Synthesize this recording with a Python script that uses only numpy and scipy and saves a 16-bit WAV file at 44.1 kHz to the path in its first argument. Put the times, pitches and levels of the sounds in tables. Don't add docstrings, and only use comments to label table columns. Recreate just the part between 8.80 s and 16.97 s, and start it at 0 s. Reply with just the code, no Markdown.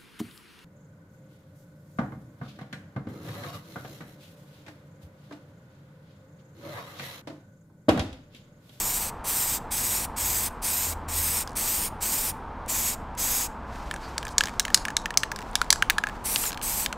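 import sys
import numpy as np
from scipy import signal
from scipy.fft import rfft, irfft, next_fast_len
from scipy.io import wavfile
from scipy.ndimage import map_coordinates

SR = 44100
rng = np.random.default_rng(int(sys.argv[2]) if len(sys.argv) > 2 else 0)


def log_audio(samples):
    frames = np.atleast_2d(samples).T
    limited = np.clip(frames, -1, 1)
    pcm = np.round(limited * 32767).astype(np.int16)
    wavfile.write(sys.argv[1], SR, pcm)


def natural_amplitude(level_db):
    exponent = np.asarray(level_db, float) / 20
    return 10 ** exponent


N = 360293


def rms_one(x):
    return x / np.sqrt(np.mean(x ** 2) + 1e-20)


def in_time(rows):
    s, *columns = np.transpose(rows)
    return [np.interp(np.arange(N) / SR, s, column) for column in columns]


def drift(rate):
    pole = np.exp(-80 * np.pi * rate / SR)
    white = rng.standard_normal(N // 40 + 2002)
    slow = signal.lfilter([1], [1, -2 * pole, pole * pole], white)[2000:]
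    return np.interp(np.arange(N) / 40, np.arange(len(slow)), rms_one(slow))


def coloured(x, spectrum):
    size = next_fast_len(N)
    hz, db = np.transpose(spectrum)
    log_hz = np.log(np.arange(size // 2 + 1) * SR / size + 1)
    gain = natural_amplitude(np.interp(log_hz, np.log(hz), db))
    return rms_one(irfft(rfft(x, size) * gain, size)[:N])


def band(x, low_hz, high_hz):
    return signal.sosfilt(signal.butter(2, [low_hz, high_hz], "band", fs=SR, output="sos"), x)


def low_pass(hz):
    return signal.butter(2, hz, fs=SR, output="sos")


def ring(t, hz, t60):
    return (t > 0) * np.sin(2 * np.pi * hz * t) * natural_amplitude(-60 * np.abs(t) / t60)


def lobe(centre_hz, width_hz):
    slow = signal.sosfilt(low_pass(width_hz / 2), rng.standard_normal((2, N)))
    phase = 2 * np.pi * np.cumsum(centre_hz) / SR
    return rms_one(slow[0] * np.cos(phase) + slow[1] * np.sin(phase))


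# frequency in Hz, density in dB per Hz.
TRAFFIC_SPECTRUM = [(12, -21), (20, -2.5), (41, 0), (81, -7.5), (163, -11), (228, -9.5), (399, -17),
                    (446, -14), (499, -15), (574, -16), (825, -10.5), (897, -8), (1660, -21.5),
                    (1860, -26.5), (16000, -68)]
# time in seconds, pitch in Hz, level in dB.
ENGINE_NOTE = [(0.9, 80.2, -58), (1.32, 80, -51), (1.5, 79.9, -40), (1.62, 80, -46.5), (1.82, 80.2, -64),
               (2.1, 81.4, -38.5), (2.22, 81.2, -43), (2.38, 80.5, -36.5), (2.75, 80, -52),
               (4.16, 77, -49.5), (4.6, 70, -49.5), (5.3, 64.2, -46), (5.6, 63, -56)]


def traffic():
    hz, engine_db = in_time(ENGINE_NOTE)
    sounding = in_time([(.6, 0), (.9, 1), (5.6, 1), (5.9, 0)])[0]
    tone = np.sqrt(2) * np.sin(2 * np.pi * np.cumsum(hz) / SR)
    engine = sounding * natural_amplitude(engine_db + 1.0) * tone
    roar = coloured(rng.standard_normal(N), TRAFFIC_SPECTRUM)
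    return natural_amplitude(-38 + 0.15 * drift(2.8)) * roar + engine


def yard(x):
    near_t60_s, near_db, far_t60_s, far_db = 0.23, -24.5, 0.41, -30
    t = np.arange(SR // 2) / SR
    noise = rng.standard_normal((2, len(t))) * (t > .004)
    near = band(noise[0] * natural_amplitude(-60 * t / near_t60_s), 3000, 15000)
    far = band(noise[1] * natural_amplitude(-60 * t / far_t60_s), 900, 9000)
    tail = natural_amplitude(near_db) * near / np.linalg.norm(near) + natural_amplitude(far_db) * far / np.linalg.norm(far)
    return signal.fftconvolve(x, tail)[:N]


# lag in seconds, level in dB.
REFLECTIONS = [
    (.002, -12),
    (.021, -28),
    (.031, -30),
    (.053, -38),
]


def fences(x):
    response = np.zeros(SR // 10)
    for lag_s, db in REFLECTIONS:
        smear = rng.standard_normal(80) * np.exp(-np.arange(80) / 25)
        first = round(lag_s * SR)
        response[first:first + 80] = natural_amplitude(db) * smear / np.linalg.norm(smear)
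    return signal.fftconvolve(x, band(response, 2300, 14000))[:N]


# frequency in Hz, density in dB per Hz.
RUSTLE_SPECTRUM = [(1500, 18), (3000, 10), (5000, 8), (8000, 3), (10500, -5), (13000, -3.5), (16000, -15)]
# peak in seconds, peak level in dB, decay in dB per second.
SURGES = [
    (4.96, -42.5, 16),
    (5.24, -40.5, 74),
    (5.66, -37, 124),
    (5.96, -39, 119),
    (6.6, -45.5, 24),
    (6.95, -45, 40),
    (7.26, -47, 33),
]


def slosh():
    t, white = np.arange(N) / SR, rng.standard_normal((2, N))
    bed = coloured(white[0], RUSTLE_SPECTRUM) * natural_amplitude(2 * drift(20))
    swish = natural_amplitude(-34) * np.exp(-((t - 5.255) / .03) ** 2) * band(white[1], 4400, 4900)
    splash = natural_amplitude(-43.5) * np.exp(-((t - 5.517) / 0.017) ** 4) * band(white[1], 4200, 9500)
    power = np.zeros(N)
    for s, db, fall_db in SURGES:
        below_db = np.where(t < s, 135 * (s - t), fall_db * (t - s))
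        power += natural_amplitude(db - below_db) ** 2
    return natural_amplitude(-5.0) * np.sqrt(power) * bed + swish + splash


# time in seconds, peak level in dB, wall ring in Hz,
# dome relative level in dB, top relative level in dB.
SLAMS_ON_WALL = [(5.1401, -24, 8000, -2.5, -40), (5.3804, -12.5, 5800, -14.5, -17),
                 (5.452, -24.5, 7400, -4, -21), (5.5819, 0.5, 5900, -21, -35), (5.608, -6.5, 3330, -4, -40),
                 (5.637, -13, 4960, -7, -9), (5.7966, -1.5, 5950, -20, -8), (5.802, -12, 4430, -12.5, -20),
                 (5.9444, 4.5, 6120, -23.5, -35), (5.9465, 1, 6360, -24, -19), (6.1676, -5, 4500, -18, -34),
                 (6.3734, 2, 6900, -39, -10), (6.517, -17, 5170, -3, -11), (6.7548, -2.5, 3770, -20, -26),
                 (6.9043, 5, 6020, -42, -28), (6.9274, 0.5, 6300, -16.5, -44), (7.099, -2.5, 2620, -29, -5),
                 (7.1034, -6.5, 2760, -5, -22), (7.183, -11.5, 4060, 0.5, -27), (7.56, -6, 3950, -27, -16),
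                 (8.0614, -8.5, 3690, -13.5, -14)]
# time in seconds, peak level in dB, dome ring in Hz,
# dome relative level in dB.
DROPS_ON_DOME = [(4.958, -41, 1400, -2), (5.112, -18, 1760, -5), (5.162, -29, 1580, -2),
                 (5.3653, -50, 1400, 11), (5.429, -23, 1660, -8), (5.4682, -26, 1710, -4),
                 (5.6718, -21, 1800, -7), (5.684, -24, 1820, -7), (5.694, -28, 1700, -13),
                 (5.739, -39, 1400, 4), (5.8516, -14, 1400, -21), (5.8526, -17.5, 1710, -24),
                 (5.881, -24, 1760, -1.5), (5.903, -27, 1780, -1), (6.0526, -14, 1660, -5.5),
                 (6.0833, -19, 1740, 0), (6.104, -22.5, 1730, -5), (6.2577, -15.5, 1800, -1.5),
                 (6.306, -20.5, 1820, -3.5), (6.4337, -11.5, 1820, -3), (6.589, -23.5, 1670, -9),
                 (6.8155, -10, 1440, -1.5), (6.8634, -47, 1400, 11), (7.024, -8, 1580, 0.5),
                 (7.238, -19, 1650, 7.5), (7.27, -21.5, 1690, 0.5), (7.2878, -27, 1750, -1),
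                 (7.296, -31, 1750, -1), (7.6387, -19.5, 1400, -9), (8.1274, -16.5, 1490, -6.5)]
# time in seconds, peak level in dB, wall ring in Hz.
LIGHT_TICKS = [(2.6752, -24.5, 4440), (2.694, -35, 7000), (2.7072, -39, 7500), (2.7184, -39, 6900),
               (2.7313, -41, 7000), (3.862, -37, 7800), (4.351, -39, 7500), (5.481, -26, 5400),
               (5.49, -29, 4060), (5.6566, -18, 5030), (5.975, -16, 4700), (6.217, -35, 4960),
               (6.341, -29, 3200), (6.561, -20.5, 4800), (6.6065, -34, 5000), (6.618, -31, 2970),
               (6.6254, -31, 2880), (6.713, -38, 8500), (6.7322, -37, 3760), (6.844, -32, 2000),
               (6.959, -24, 1900), (7.655, -19, 4460), (7.7068, -24, 3500), (7.7194, -23, 3870),
               (7.7296, -21, 4100), (7.745, -25, 3810), (7.7748, -20.5, 3700), (7.7944, -37, 2590),
               (7.815, -24, 3660)]


def touches():
    slams = [(s, db, hz, 1700, dome_db, top_db) for s, db, hz, dome_db, top_db in SLAMS_ON_WALL]
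    drops = [(s, db, 2800, hz, dome_db, -12.5) for s, db, hz, dome_db in DROPS_ON_DOME]
    ticks = [(s, db, hz, 1620, -11.5, -11.5) for s, db, hz in LIGHT_TICKS]
    return slams + drops + ticks


# frequency in Hz, level in dB, decay time t60 in seconds.
WALL_MODES = [(3060, -10, 0.012), (4350, -10, 0.011), (6390, -8.5, 0.0025)]


def contact(t):
    crack_s, shell_s, shell_db, tail_s, tail_db = 0.0054, 0.027, -15, 0.052, -26
    noise = rng.standard_normal(len(t))
    chatter = np.repeat(natural_amplitude(5 * rng.standard_normal(len(t) // 70)), 70)
    decay = natural_amplitude(-60 * t / crack_s) + natural_amplitude(shell_db - 60 * t / shell_s)
    decay += chatter * natural_amplitude(tail_db - 60 * t / tail_s)
    burst = noise * (1 - np.exp(-t / 0.000067)) * decay
    burst[:3] += 2.32 * np.hanning(5)[1:4]
    return burst


def ball():
    out, t = np.zeros(N + SR), np.arange(SR // 10) / SR
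    for s, peak_db, wall_hz, dome_hz, dome_db, top_db in touches():
        burst = contact(t)
        wall = 2.8 * band(burst, wall_hz * 0.59, wall_hz * 1.24)
        for gain, low_hz, high_hz in [(2.24, 1790, 7440), (0.51, 900, 2200), (1.25, 2090, 2620),
                                      (0.4, 480, 1200), (.5, 5600, 10900)]:
            wall += gain * band(burst, low_hz, high_hz)
        for hz, db, t60 in WALL_MODES:
            strong, detune = rng.standard_normal(2)
            wall += natural_amplitude(db + 3 * strong) * ring(t, hz * (1 + .04 * detune), t60)
        top = band(burst * natural_amplitude(-60 * t / .06), 11500, 15500)
        dome = ring(t, np.clip(dome_hz, 1400, 1820), .014) * (1 - np.exp(-(t / .0015) ** 2))
        dome += 0.86 * band(burst, 930, 2390)
        knock = wall / np.abs(wall).max() + natural_amplitude(top_db - 3.0) * top / np.abs(top).max()
        knock += natural_amplitude(dome_db + 7.0) * dome
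        first = round(s * SR)
        out[first:first + len(t)] += natural_amplitude(peak_db + 1.18) * knock
    return out[:N]


LOWER_DB, LOWER_LEADS = -13.5, 0.28
# valve cracks in seconds, valve shut in seconds, jet level in dB,
# time to full flow in seconds, time the finger eases off in seconds.
SQUIRT_TIMES = [(-.1, 0.305, -26.5, .02, 0.14), (0.44, 0.789, -26.5, 0.035, 0.021),
                (.906, 1.264, -26, 0.012, 0.074), (1.361, 1.692, -26, 0.018, 0.018),
                (1.818, 2.142, -26, 0.028, 0.065), (2.281, 2.64, -25.5, 0.074, 0.032),
                (2.752, 3.092, -26, .013, 0.027), (3.205, 3.521, -26, 0.016, 0.031),
                (3.878, 4.153, -25.5, 0.014, .035), (4.372, 4.676, -25.5, .02, .05),
                (7.439, 7.711, -27.5, 0.012, .025), (7.817, 8.067, -28, 0.01, 0.034)]


def valve():
    leak_s, leak_db = 0.0045, -46
    crack_s, crack_db = .004, -11.5
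    eased_s, eased_db, shut_s, shut_db = 0.014, -5, .003, -15.5
    t, jet_db, lost_db = np.arange(N) / SR, np.full(N, -140.), np.zeros(N)
    for start, end, db, fill_s, ease_s in SQUIRT_TIMES:
        on = (t > start - leak_s) & (t < end + leak_s)
        opening = [start - leak_s, start + crack_s, start + crack_s + fill_s]
        closing = [end - eased_s - ease_s, end - eased_s, end - shut_s, end + leak_s]
        flow_db = [leak_db, crack_db, 0, 0, eased_db, shut_db, leak_db]
        lost_db[on] = np.interp(t[on], opening + closing, flow_db)
        jet_db[on] = db + lost_db[on]
    return jet_db, LOWER_DB - LOWER_LEADS * np.maximum(lost_db, -20)


def arc(share, start, middle, end):
    bend = (start + end - 2 * middle) / 2
    return middle + (end - start) * (share - .5) + bend * (2 * share - 1) ** 2


# first lobe in Hz at start, middle and end, second lobe in Hz in the middle.
WRIST_TURN = [(7800, 8000, 8500, 12800), (8700, 8200, 8000, 13000), (8610, 8050, 8700, 12500),
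              (8180, 7900, 8800, 12900), (8830, 8100, 8050, 12900), (8090, 8450, 8200, 12800),
              (9000, 8100, 9400, 13000), (8110, 8200, 9100, 13000), (7940, 7650, 8000, 12300),
              (7630, 7700, 7650, 12250), (8800, 8550, 7500, 11950), (8500, 8100, 8500, 12250)]
# lag in milliseconds at start, middle and end.
PARTS_LAG = [(.75, .6, .495), (.535, .59, .675), (.68, .625, .59), (.62, .645, .665), (.665, .605, .605),
             (.585, .625, .62), (.545, .482, .515), (.515, .475, .49), (.745, .664, .615),
             (.685, .66, .658), (.54, .56, .6), (.505, .504, .518)]


def sweep():
    share, rows = np.linspace(0, 1, 9), []
    away = (2 * share - 1) ** 2
    for (start, end, *_), (*first, second_hz), lag in zip(SQUIRT_TIMES, WRIST_TURN, PARTS_LAG):
        seconds = start + share * (end - start)
        rows += zip(seconds, arc(share, *first), second_hz - 500 * away, 1.5 - 8 * away,
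                    arc(share, *lag), .85 + .3 * away)
    return in_time(rows)


# frequency in Hz, density in dB per Hz.
JET_SPECTRUM = [(1200, -18.5), (1900, -13), (2250, -12.5), (2500, -13), (2900, -14.5), (4000, -14),
                (5200, -10.5), (6400, -9.5), (10300, -14.5), (14500, -14), (16000, -6.5)]
ECHO_STRENGTHS = (.27, .11, .2)


def jet():
    jet_db, low_db = valve()
    first_hz, second_hz, second_db, parts_ms, ribs_ms = sweep()
    hiss = coloured(rng.standard_normal(N), JET_SPECTRUM)
    lower = signal.sosfiltfilt(low_pass(5600), hiss)
    lobes = lobe(1.4 * first_hz - 3300, 1920)
    lobes += natural_amplitude(0.72 * second_db - 0.5) * lobe(second_hz, 2400)
    direct = hiss - lower + lower * natural_amplitude(low_db + 15.0) + natural_amplitude(-3.0) * lobes
    nozzle_db = -26.5 + (low_db - LOWER_DB) / LOWER_LEADS
    direct += natural_amplitude(nozzle_db) * lobe(np.full(N, 2403), 320)
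    direct *= natural_amplitude(jet_db - 3.0 + 0.83 * drift(35))
    ground_ms = 2.88 + .05 * drift(3)
    treble = band(direct, 5000, 19000)
    out = direct.copy()
    for share, lag_ms in zip(ECHO_STRENGTHS, (parts_ms, ground_ms, ribs_ms)):
        lag_ms = lag_ms + .02 * drift(4)
        glint = natural_amplitude(4 * np.clip(drift(9.8), -3, 1.2))
        heard_from = np.arange(N) - lag_ms * SR / 1000
        out += share * glint * map_coordinates(treble, [heard_from], order=3, mode="nearest")
    return out


def scene():
    knocks = ball()
    can = jet() + knocks + fences(knocks) + slosh()
    return np.tile(can + yard(can) + traffic(), (2, 1))


def roll_off(x):
    return signal.sosfilt(signal.butter(12, 16250, fs=SR, output="sos"), x)


def record(dry):
    steep = signal.cheby2(18, 45, 15950, fs=SR, output="sos")
    cut = signal.sosfilt(steep, dry)
    return roll_off(np.clip(cut, -1, 1))


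dry = scene()
out = record(dry)
log_audio(out)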